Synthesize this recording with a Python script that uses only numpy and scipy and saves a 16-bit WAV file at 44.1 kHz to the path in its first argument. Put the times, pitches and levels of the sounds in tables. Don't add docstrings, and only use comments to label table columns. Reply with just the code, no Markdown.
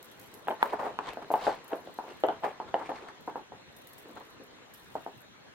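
import sys
import numpy as np
from scipy import signal
from scipy.fft import rfft, irfft, next_fast_len
from scipy.io import wavfile
from scipy.ndimage import uniform_filter1d, map_coordinates

SR = 44100
rng = np.random.default_rng(int(sys.argv[2]) if len(sys.argv) > 2 else 0)


def persist_wave(psi):
    counts = np.round(np.clip(psi, -1, 1) * 32767).astype(np.int16)
    wavfile.write(sys.argv[1], SR, np.atleast_2d(counts).T)


N = 244666

# [f/Hz, level/dB per Hz, relative]
HISS = [(20, -20), (60, -8), (130, 0), (270, -0.5), (500, -2), (1000, -7), (1700, -5), (2500, -9.5),
        (4300, -10), (4550, -19.5), (6300, -18), (6900, -20.5), (7600, -27), (16000, -40.5)]
# [f/Hz, likeness from -1 to 1]
HISS_ALIKE = [(60, 0.24), (150, 0.24), (380, -0.11), (950, 0.056), (2380, -0.19), (5980, -0.75),
              (15000, 0.99)]
# [f/Hz, likeness from -1 to 1]
ROOM_ALIKE = [(100, 0.9), (450, 0.91), (750, 0.76), (1100, 0.24), (1500, 0.54), (2500, 0.59), (4000, 0.34),
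              (7000, 0.099), (12000, 0.74)]
# [f/Hz, t/s]
ROOM_T60 = [(150, 0.23), (500, 0.17), (900, 0.17), (2500, 0.43), (10000, 0.14)]
# [f/Hz, width/Hz, level/dB]
BOOM = [(292, 15, -8.5), (419.6, 12, 0), (535, 14, -6), (664, 7.1, -1.5), (860, 15, -5.5)]

# [start t/s, end t/s, rustle level at mid-swing/dB]
SWINGS = [(-.1, .62, -67.5), (1.244, 1.59, -63.5), (1.6, 2.5, -70), (3.6, 4.4, -70.5), (4.621, 5.26, -67)]
# [t/s, level/dB before the cut all buckles share]
SNAPS = [(0.027, -35), (0.1134, -41.5), (0.1944, -35.5), (0.23, -44), (0.339, -36), (0.477, -37.5),
         (0.495, -40), (0.629, -29), (1.13, -45), (1.317, -31), (1.641, -45), (1.679, -41), (1.755, -44),
         (1.938, -41.5), (2.202, -44), (2.263, -43), (3.207, -49), (3.262, -48.5), (3.362, -49),
         (3.763, -39), (3.814, -47), (3.87, -36.5), (3.931, -41.5), (3.98, -35.5), (4.082, -47),
         (4.249, -48.5), (4.301, -46.5), (4.436, -49.5), (4.737, -35), (4.794, -46), (5.172, -50),
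         (5.204, -48)]
# [f/Hz, level/dB per Hz, relative]
STRIP = [(1500, -33), (4000, 1.5), (6000, -1), (8000, 1), (10000, -1.5), (12000, 0.5), (14000, -2),
         (16000, -3.5)]
# [f/Hz, likeness from -1 to 1]
CREASE_ALIKE = [(4000, 0.2), (12000, 0.6)]

# [t/s, level/dB]
LIVELY = [(0, 0.5), (1, 2), (3, 1.5), (3.6, -9.5), (4.1, -0.5), (4.7, -2.5), (5.55, -10)]
# [t of hardest push/s, rise t/s, fall t/s, pad rub level/dB, claw scratch level/dB, scratch f/Hz]
SCUFFS = [(0.36, 0.075, 0.062, -54.5, -63, 2000), (0.623, .042, .022, -38, -39.5, 1700),
          (0.662, 0.043, 0.053, -32, -45, 1800), (0.698, .04, 0.12, -51, -42.5, 2250),
          (0.734, .016, 0.031, -28.5, -61, 2000), (0.798, .018, .14, -34, -44, 1900),
          (0.852, 0.084, .13, -35.5, -43, 1800), (1.095, .11, 0.07, -43.5, -39.5, 2600),
          (1.135, 0.019, .03, -49, -48, 3000), (1.225, 0.014, 0.023, -38, -44, 1500),
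          (1.42, .03, 0.14, -43, -44, 3100), (1.455, .06, 0.14, -64, -43, 4600),
          (1.478, 0.18, .13, -40, -38.5, 2450), (1.722, .021, 0.1, -37.5, -52, 1500),
          (1.86, .036, 0.18, -61, -57, 3670), (2.11, 0.07, 0.085, -51, -48, 2760),
          (2.444, .021, .1, -30.5, -42, 2570), (2.69, .04, 0.057, -51, -48.5, 1570),
          (2.796, .02, .054, -38.5, -46, 1600), (2.863, .078, .045, -62, -44, 2410),
          (2.895, .006, 0.032, -32, -45.5, 1800), (2.965, 0.057, .08, -53, -43.5, 2340),
          (3.015, .044, 0.22, -50.5, -52, 2200), (3.086, .004, 0.023, -58, -38, 1720),
          (4.173, .023, 0.033, -45, -48, 1510), (4.209, 0.019, .037, -46, -53, 1610)]
# [f/Hz, level/dB per Hz, relative]
RUB = [(100, -51), (300, -14), (420, -2.5), (520, -2.5), (750, 2), (1080, -3), (1300, -10), (1700, -12),
       (2200, -22), (5000, -43)]
# [f/Hz, level/dB per Hz, relative]
SCRATCH = [(400, 6), (1000, 20.5), (1600, 6), (2800, 0), (4300, -0.5), (5200, -5.5), (8000, -9.5),
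           (12000, -20.5), (16000, -40)]
# [f/Hz, level/dB per Hz, relative]
WEIGHT = [(20, -44), (80, -18.5), (150, -7.5), (250, 3), (400, 6), (520, 4), (800, -38), (2000, -23),
          (16000, -67)]

# [t/s, peak level/dB, f/Hz, claw snap level/dB, room level/dB]
LANDINGS = [(0.472, -32.5, 760, -18, 8.5), (0.484, -19.5, 785, -19, 0), (0.506, -24, 694, -22, 0),
            (0.511, -24, 910, -22, 1.5), (0.628, -9, 920, -19, -8.5), (0.733, -22, 940, -45, 0.5),
            (0.795, -26, 970, -26, 0.5), (0.867, -24, 790, -34, -6), (0.989, -21.5, 1000, -14.5, -1.5),
            (1.172, -27.5, 700, -29, -2), (1.246, -38.5, 600, -18, -9), (1.304, -20, 760, -45, 0),
            (1.314, -20, 750, -34, -8.5), (1.339, -12.5, 824, -26.5, 1.5), (1.468, -16.5, 795, -22.5, 3),
            (1.475, -17.5, 695, -38, 3.5), (1.728, -27.5, 714, -32, 5.5), (1.732, -22.5, 440, -26, -5.5),
            (1.874, -33, 650, -31, -3), (1.988, -23.5, 855, -34, 0), (2.04, -35, 835, -27, 0),
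            (2.081, -37, 740, -22, -3), (2.237, -13.5, 640, -25.5, 3), (2.286, -20.5, 835, -19, 7),
            (2.436, -24, 860, -24, 2.5), (2.442, -21, 794, -21, 3.5), (2.601, -24.5, 890, -33, 0),
            (2.742, -14.5, 774, -26, 1), (2.814, -30, 910, -25, 3.5), (2.892, -30.5, 465, -26, 4),
            (2.917, -28, 810, -23, 0.5), (3.277, -26.5, 925, -45, 1), (3.281, -25, 840, -40, -1.5),
            (3.357, -24.5, 850, -32, 1.5), (3.521, -34.5, 794, -40, -1), (4.057, -44, 150, -18, 2.5),
            (4.094, -46, 150, -22, 2), (4.4, -46, 270, -39, 8), (4.954, -22, 770, -52, 0),
            (5.064, -26.5, 780, -31, -3.5)]
# [f/Hz, level/dB per Hz, relative]
PAD = [(20, -50), (100, -15), (250, 6), (500, 4.5), (950, 1.5), (1200, -3), (1600, 2), (2100, -16),
       (5000, -17), (16000, -44)]
# [f/Hz, level/dB per Hz, relative]
CLAW = [(100, -41), (500, -10), (1100, 10), (1600, 5.5), (2200, -2.5), (3000, -1), (4300, -17.5),
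        (5500, -37), (10000, -42), (16000, -59)]
# [t/s, lead of the right microphone/ms]
PLACE = [(0.45, 0.069), (0.63, 0.2), (1.0, 0.14), (1.338, 0.022), (1.98, 0.03), (2.25, 0.21), (2.6, 0.045),
         (5.0, 0.15)]

HISS_DB = -54.5
CRINKLES_PER_S, CRINKLE_DB = 5, 12.5
CREASE_HZ, CREASE_SCATTER_HZ, CREASE_WIDTH_HZ = 12500, 600, 3400
BUCKLE_RISE_S, BUCKLE_T60_S, LINGER_DB, LINGER_T60_S = 0.0027, 0.027, -13, 0.2
BUCKLE_TRIM_DB = -4.5
SHUFFLE_DB, SHUFFLE_SCRATCH_DB, SHUFFLE_SWING_DB = -63.5, -61.5, 1.5
SKID_HZ, SHUFFLE_HZ = 1700, 1900
SCUFF_WEIGHT_DB, WEIGHT_PER_RUB_DB = -41, 0.23
SKID_DB, SKID_PER_DB, SKID_RISE_S, SKID_FALL_S = -34, 0.5, 0.012, 0.06
SKID_SCRATCH_DB = -9.5
PAD_WIDTH_HZ, CLAW_T60_S = 335, 0.0074
WEIGHT_DB, WEIGHT_PER_DB = -27, -0.5
PAN_DB, PAN_DB_PER_MS = 1, -10
BALANCE_DB = 0.8
TOP_HZ = 15950


def amp(db):
    return 10 ** (np.asarray(db) / 20)


def unit(x):
    return x / np.sqrt(np.mean(x ** 2) + 1e-20)


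def size(x):
    return np.sqrt(np.mean(np.sum(x ** 2, axis=-1)) + 1e-20)


def along(points, hz):
    f, v = np.transpose(points)
    return np.interp(np.log(hz + 1), np.log(f + 1), v)


def shape(points):
    return lambda hz: amp(along(points, hz))


def wobble(rate):
    knots = rng.standard_normal(int(N * rate / SR) + 4)
    return map_coordinates(knots, [np.arange(N) * rate / SR])


def filtered(x, response):
    n = x.shape[-1]
    m = next_fast_len(n + 4096)
    return irfft(rfft(x, m) * response(np.fft.rfftfreq(m, 1 / SR)), m)[..., :n]


def impulse(gain, count=4096):
    cepstrum = irfft(np.log(gain(np.fft.rfftfreq(count, 1 / SR))))
    forward_half = np.arange(count) < count // 2
    click = irfft(np.exp(rfft(2 * cepstrum * forward_half)))
    return click / size(click)


def resonance(f, hz, width):
    return 1j * f * width / (hz * hz - f * f + 1j * f * width)


def boom(f):
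    return 1 + sum(amp(db) * resonance(f, centre, width) for centre, width, db in BOOM)


def spread(pair, alike):
    turn = lambda hz: np.arccos(np.clip(along(alike, hz), -1, 1)) / 2
    mid, side = filtered(pair, lambda hz: np.array([np.cos(turn(hz)), np.sin(turn(hz))]))
    return np.array([mid + side, mid - side])


def rush(spectrum, alike, grain_db=0, grain_rate=300, patchy_db=2):
    pair = rng.standard_normal((2, N)) * amp(grain_db * wobble(grain_rate))
    z = signal.stft(pair, nperseg=512)[2]
    field = uniform_filter1d(rng.standard_normal(z.shape[1:]), size=5, axis=0)
    field = uniform_filter1d(field, size=8, axis=1)
    pair = signal.istft(z * amp(patchy_db * unit(field)), nperseg=512)[1][:, :N]
    return unit(spread(filtered(pair, shape(spectrum)), alike))


def add(track, s, sound):
    part = track[:, max(round(s * SR), 0):][:, :sound.shape[-1]]
    part += sound[:, :part.shape[-1]]


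def hiss():
    return amp(HISS_DB) * rush(HISS, HISS_ALIKE, patchy_db=2.5)


def crinkles(count=12):
    rows = []
    for start, end, db in SWINGS:
        times = start + (np.arange(count) + rng.random(count)) / CRINKLES_PER_S
        levels = db + CRINKLE_DB + rng.normal(0, 3.9, count)
        rows += [(s, level) for s, level in zip(times, levels) if 0 < s < end]
    return rows


def toy():
    creases = rush(STRIP, CREASE_ALIKE, grain_db=4.0, grain_rate=900, patchy_db=1.5)
    diffuse = rush(STRIP, ROOM_ALIKE, grain_db=5.0, grain_rate=250, patchy_db=3.5)
    speed = np.zeros(N)
    for start, end, db in SWINGS:
        progress = np.clip((np.arange(N) / SR - start) / (end - start), 0, 1)
        speed += amp(db) * np.sin(np.pi * progress)
    track = speed * diffuse
    t = np.arange(SR // 4) / SR
    buckle = amp(-60 * t / BUCKLE_T60_S) * (1 - np.exp(-t / BUCKLE_RISE_S))
    linger = amp(LINGER_DB - 60 * t / LINGER_T60_S) * (1 - np.exp(-t / 0.0056))
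    for s, db in SNAPS + crinkles():
        patch = rng.integers(N - len(t)) + np.arange(len(t))
        hz = CREASE_HZ + CREASE_SCATTER_HZ * rng.standard_normal()
        ring = lambda f: 0.38 + np.abs(resonance(f, hz, width=CREASE_WIDTH_HZ))
        tint = lambda x: unit(filtered(x[:, patch], ring))
        crackle = buckle * tint(creases) + linger * tint(diffuse)
        add(track, s, amp(db + BUCKLE_TRIM_DB) * crackle)
    return track


def skids():
    rows = []
    for s, landing_db, *_ in LANDINGS:
        rub_db = SKID_DB + SKID_PER_DB * landing_db
        rows.append((s + SKID_RISE_S, SKID_RISE_S, SKID_FALL_S, rub_db, rub_db + SKID_SCRATCH_DB, SKID_HZ))
    return rows


def carpet():
    t = np.arange(N) / SR
    rub = unit(filtered(rush(RUB, ROOM_ALIKE, grain_db=2.5, grain_rate=340), boom))
    scratch = rush(SCRATCH, ROOM_ALIKE, grain_db=3.0, grain_rate=550)
    weight = rush(WEIGHT, ROOM_ALIKE)
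    rasp = lambda x, hz: unit(filtered(x, lambda f: 0.39 + np.abs(resonance(f, hz, width=0.29 * hz))))
    lively_db = np.interp(t, *np.transpose(LIVELY))
    shuffle = amp(SHUFFLE_DB) * weight + amp(SHUFFLE_SCRATCH_DB) * rasp(scratch, SHUFFLE_HZ)
    track = amp(lively_db + SHUFFLE_SWING_DB * wobble(14)) * shuffle
    for s, rise, fall, rub_db, scratch_db, hz in SCUFFS + skids():
        near = t[(t > s - 3 * rise) & (t < s + 3 * fall)]
        push = amp(-20 * np.maximum((s - near) / rise, (near - s) / fall))
        patch = (np.round(near * SR).astype(int) + rng.integers(N)) % N
        pad = amp(rub_db) * rub[:, patch]
        claws = amp(scratch_db) * rasp(scratch[:, patch], hz)
        body = amp(SCUFF_WEIGHT_DB + WEIGHT_PER_RUB_DB * rub_db) * weight[:, patch]
        add(track, near[0], push * (pad + claws + body))
    return track


def ports(sound, s):
    lead_ms = np.interp(s, *np.transpose(PLACE))
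    lead_s = lead_ms / 1000
    pan_db = PAN_DB + PAN_DB_PER_MS * lead_ms
    shift = lambda hz: np.exp(np.outer([-1, 1], 1j * np.pi * hz * lead_s))
    return amp([[pan_db / 2], [-pan_db / 2]]) * filtered(sound, shift)


def room(sound, early_db, early_t60, gap, count=9):
    n = len(sound)
    hz, t, z = signal.stft(rng.standard_normal((2, n)), SR, nperseg=256)
    fade = amp(-60 * t / along(ROOM_T60, hz)[:, None])
    walls = signal.istft(z * fade, SR, nperseg=256)[1][:, :n]
    walls *= 1 - np.exp(-np.arange(n) / SR / 0.0058)
    delay = gap * (1 + np.arange(count) + rng.random((2, count)))
    strength = rng.choice([-1, 1], delay.shape) * amp(-60 * delay / early_t60)
    echoes = np.array([np.bincount((d * SR).astype(int), g, n) for d, g in zip(delay, strength)])
    tail = spread(walls / size(walls) + amp(early_db) * echoes / size(echoes), ROOM_ALIKE)
    answer = filtered(signal.fftconvolve(tail, sound[None], axes=1)[:, :n], boom)
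    return answer * size(sound) / size(answer)


def paws():
    track, t = np.zeros((2, N)), np.arange(SR // 3) / SR
    for s, db, hz, claw_db, room_db in LANDINGS:
        pad = lambda f: np.abs(resonance(f, hz, width=PAD_WIDTH_HZ)) ** 2 * shape(PAD)(f)
        body = lambda f: amp(WEIGHT_DB + WEIGHT_PER_DB * db) * shape(WEIGHT)(f)
        thud = impulse(lambda f: pad(f) + body(f))
        thud = np.pad(thud, (0, len(t) - len(thud)))
        catch = rng.standard_normal(len(t)) * amp(-60 * t / CLAW_T60_S)
        claws = signal.fftconvolve(catch, impulse(shape(CLAW)))[:len(t)]
        claws = amp(claw_db + 12.0) * claws / size(claws)
        spill = thud + amp(-11) * claws
        answer = room(spill, early_db=1.5, early_t60=0.087, gap=0.0028)
        force = amp(db + 2.0) / np.abs(thud).max()
        add(track, s, force * (ports(thud + claws, s) + amp(room_db - 1.0) * answer))
    return track


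def scene():
    dry = hiss() + toy() + carpet() + paws()
    return dry * amp([[BALANCE_DB / 2], [-BALANCE_DB / 2]])


def record(dry):
    return filtered(dry, lambda hz: hz < TOP_HZ)


dry = scene()
out = record(dry)
persist_wave(out)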